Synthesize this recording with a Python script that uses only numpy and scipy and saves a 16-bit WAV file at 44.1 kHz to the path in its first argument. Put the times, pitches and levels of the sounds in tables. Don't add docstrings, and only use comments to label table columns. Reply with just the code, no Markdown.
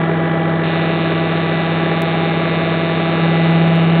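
import sys
import numpy as np
from scipy import signal
from scipy.fft import rfft, irfft
from scipy.io import wavfile
from scipy.ndimage import uniform_filter1d

SR = 44100
rng = np.random.default_rng(int(sys.argv[2]) if len(sys.argv) > 2 else 0)


def materialize(psi):
    bounded = np.clip(np.atleast_2d(psi).T, -1, 1)
    quanta = np.round(bounded * 32767).astype(np.int16)
    wavfile.write(sys.argv[1], SR, quanta)


N = 176400
TIME_S = np.arange(N) / SR
MAINS_HZ = 49.992

# (time [s], speed [turn/s])
SHAFT_SPEED = [(0.0, 164.08), (0.4, 164.2), (0.8, 164.34), (1.2, 164.32), (1.6, 164.64), (2.0, 164.82),
               (2.5, 165.02), (3.0, 165.22), (3.5, 165.54), (4.0, 165.97)]
# (from [turn], to [turn], delay [s], level [dB])
BACKLASH = [(0, .22, .0045, 1), (0.223, 0.5, 0.0088, 2), (0.549, 0.727, .0023, -4.5),
            (0.732, 0.96, .0049, -0.5)]


def undb(db):
    return 10 ** (np.asarray(db) / 20)


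def level(x, rms_db):
    return x * undb(rms_db) / np.sqrt(np.mean(x ** 2))


def curve(table):
    return np.interp(TIME_S, *np.array(table).T)


def walk(rate_hz):
    hold = int(SR / rate_hz)
    steps = np.repeat(rng.standard_normal(N // hold + 1), hold)
    return 1.3 * uniform_filter1d(uniform_filter1d(steps, hold), hold)[:N]


def colour(x, points, size=8192):
    hz, db = np.array(points).T
    grid_hz = np.maximum(np.arange(size // 2 + 1) * SR / size, 1)
    cepstrum = irfft(np.log(undb(np.interp(np.log(grid_hz), np.log(hz), db))))
    cepstrum[1:size // 2] *= 2
    cepstrum[size // 2 + 1:] = 0
    return signal.fftconvolve(x, irfft(np.exp(rfft(cepstrum))))[:N]


def wraps(cycles):
    return np.interp(np.arange(np.ceil(cycles[0]), cycles[-1]), cycles, TIME_S)


def clicks(times_s, sizes, order=8):
    at = times_s[:, None] * SR
    taps = at.astype(int) + np.arange(1 - order, order + 1)
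    pulses = sizes[:, None] * np.sinc(taps - at) * np.sinc((taps - at) / order)
    out = np.zeros(N)
    np.add.at(out, np.clip(taps, 0, N - 1), pulses)
    return out


def shaft_hum(turn):
    # (shaft harmonic [1], relative level [dB])
    harmonics = [(1, 4.5), (2, -3.5), (3, -34), (4, -7), (5, -14), (6, -15.5), (7, -12), (8, -18.5),
                 (9, -25), (10, -15.5), (11, -25.5), (12, -11), (13, -35.5), (14, -20.5)]
    # (time [s], gain [dB])
    swell = [(0, 0.5), (1.2, -.5), (3.17, -.5), (3.23, 5), (3.36, 3.8), (3.52, 6.5), (4, 6.5)]
    hum_db, waver_db, smear_rad = -17.5, 1.54, 0.3542
    out = 0
    for k, db in harmonics:
        change_db = curve(swell) if k == 1 else waver_db * walk(6.1)
        out += undb(db + change_db) * np.cos(2 * np.pi * k * turn - smear_rad * k * (k - 1))
    nominal_rms = np.sqrt(sum(undb(db) ** 2 for _, db in harmonics) / 2)
    return undb(hum_db) * out / nominal_rms


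def sparks(turn):
    # (time [s], gain [dB])
    spark_gain = [(.63, 0), (1.3, -.5), (2.2, -0.5), (2.9, 0), (4, -0.5)]
    # (frequency [Hz], gain [dB])
    spectrum = [(100, -34), (900, -22), (1700, -8), (2050, -3), (2400, 3), (2850, 1.5), (3200, -7.5),
                (3600, -8), (4000, 0.5), (4350, 3.5), (4650, -9.5), (5200, -26), (7000, -63.5)]
    # (time [s], low [dB], middle [dB], high [dB])
    ring_gains = [(.63, -13, -10, -6.5), (1.5, -18.5, -19, -7), (1.9, -1, -15, -4), (2.6, 2, -20, -3.5),
                  (3.1, -3, -10.5, -4), (3.5, -2.5, -5.5, -6), (4, 0, 0.5, -17.5)]
    on_s, firing_turn, jitter_s, scatter_db, hiss_decay_s = .634, 0.356, .00001, 0.84, 0.0019
    times_s = wraps(turn - firing_turn)
    late, size = rng.standard_normal((N, 2))[:len(times_s)].T
    strength = undb(curve(spark_gain)) * (TIME_S > on_s)
    snaps = colour(strength * clicks(times_s + jitter_s * late, undb(scatter_db * size)), spectrum)
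    rings = 0
    for column, hz in enumerate([2130, 2920, 4370], start=1):
        gain = undb(curve(np.array(ring_gains)[:, [0, column]]))
        rings += gain * signal.lfilter(*signal.iirpeak(hz, Q=15, fs=SR), snaps)
    age_s = ((turn - firing_turn) % 1) / curve(SHAFT_SPEED)
    hiss = strength * rng.standard_normal(N) * np.exp(-age_s / hiss_decay_s)
    return level(snaps + rings, rms_db=-29) + level(colour(hiss, spectrum), rms_db=-44.5)


def frame_kicks(turn, mains):
    # (frequency [Hz], gain [dB])
    frame = [(30, -37), (60, -27), (100, -1), (150, -1), (200, 2.5), (280, -2.5), (380, 3.5), (470, -11),
             (650, -23), (900, -25.5), (2000, -25), (4000, -42)]
    depth, hardest_turn = .3, 0.77
    times_s = wraps(mains)
    grip = 1 + depth * np.cos(2 * np.pi * (turn - hardest_turn))
    jolts = grip * clicks(times_s, np.ones(len(times_s)))
    return level(colour(jolts, frame), rms_db=-25)


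def drive_rattle(turn, mains):
    # (frequency [Hz], gain [dB])
    drive = [(30, -33.5), (130, -27.5), (230, -0.5), (290, -10.5), (400, 10), (520, -4.5), (660, -1.5),
             (880, -7.5), (1300, -9), (1800, -9), (2400, -8.5), (3000, -39.5), (4400, -36.5)]
    lead_s_per_turn, jitter_s, scatter_db = .0028, .00008, 2.7
    pulses_s = wraps(mains)
    angle = np.interp(pulses_s, TIME_S, turn) % 1
    knocks = 0
    for low, high, delay_s, db in BACKLASH:
        late, size = rng.standard_normal((len(pulses_s), 2)).T
        times_s = pulses_s + delay_s - lead_s_per_turn * (angle - low) + jitter_s * late
        strikes = (angle >= low) & (angle < high) & (times_s < N / SR)
        knocks += clicks(times_s, undb(db + scatter_db * size) * strikes)
    return level(colour(knocks, drive), rms_db=-29)


def churn(turn, mains):
    low_hz, high_hz, rise_s = 339, 735.4, 0.0078
    turns_per_pulse, restart_turn = 3, .88
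    slip = (turn - turns_per_pulse * mains - restart_turn) % 1
    cycles = np.cumsum(low_hz + (high_hz - low_hz) * slip) / SR
    share = mains % 1
    age_s = share / MAINS_HZ
    cycles_at_pulse = np.interp(TIME_S - age_s, TIME_S, cycles)
    ring = np.sin(2 * np.pi * (cycles - cycles_at_pulse))
    envelope = age_s * np.exp(-age_s / rise_s) * np.sqrt((1 - share) * np.sin(np.pi * slip))
    return level(ring * envelope, rms_db=-28.5)


def rubbing(turn, mains):
    # (frequency [Hz], gain [dB])
    spectrum = [(20, -13), (70, -7.5), (130, -3.5), (190, 7.5), (280, -5), (380, 6.5), (650, 2.5),
                (900, -2), (1300, 2), (2100, -8.5), (2900, -11), (3800, -8.5), (4500, -28.5), (6000, -72.5)]
    current_rise_s, load_depth, turn_depth, tightest_turn = 0.0023, 0.39, 0.4, BACKLASH[1][0]
    age_s = (mains % 1) / MAINS_HZ
    current = age_s / current_rise_s * np.exp(1 - age_s / current_rise_s)
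    pressure = (1 + load_depth * current) * (1 + turn_depth * np.cos(2 * np.pi * (turn - tightest_turn)))
    return level(colour(rng.standard_normal(N) * pressure, spectrum), rms_db=-25)


def bearings(turn):
    # (pitch at starting speed [Hz], level [dB])
    whines = [(638, -38), (724.5, -40.5), (802.3, -32.5), (821, -39), (969, -48), (1671, -39.5),
              (1721, -43), (1773, -39), (1810, -51.5)]
    waver_db, wander_rad = 1.8, 0.25
    rad_per_hz = 2 * np.pi * turn / SHAFT_SPEED[0][1]
    out = 0
    for hz, db in whines:
        out += undb(db + waver_db * walk(9)) * np.sin(hz * rad_per_hz + wander_rad * walk(12))
    return np.sqrt(2) * out


def scene():
    turn = np.cumsum(curve(SHAFT_SPEED)) / SR - .15
    mains = MAINS_HZ * TIME_S - .585
    rig = (shaft_hum(turn) + bearings(turn) + frame_kicks(turn, mains) + drive_rattle(turn, mains)
           + churn(turn, mains) + rubbing(turn, mains) + sparks(turn))
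    return rig[None]


def record(dry):
    # (time [s], peak [dB])
    ticks = [(2.02, -12), (3.513, -30), (3.552, -43), (3.678, -30.5), (3.758, -27), (3.834, -32)]
    mic_rate_hz, edge_hz, mic_top_hz, output_top_hz = 8000, 3620, 4330, 15800
    folded = dry * (1 + 2 * np.cos(2 * np.pi * mic_rate_hz * TIME_S))
    soft = signal.sosfilt(signal.butter(12, edge_hz, fs=SR, output="sos"), folded)
    narrow = signal.sosfilt(signal.ellip(10, .2, 75, mic_top_hz, fs=SR, output="sos"), soft)
    times_s, peak_db = np.array(ticks).T
    ticking = narrow + clicks(times_s, undb(peak_db))
    return signal.sosfilt(signal.ellip(8, .2, 70, output_top_hz, fs=SR, output="sos"), ticking)


dry = scene()
out = record(dry)
materialize(out)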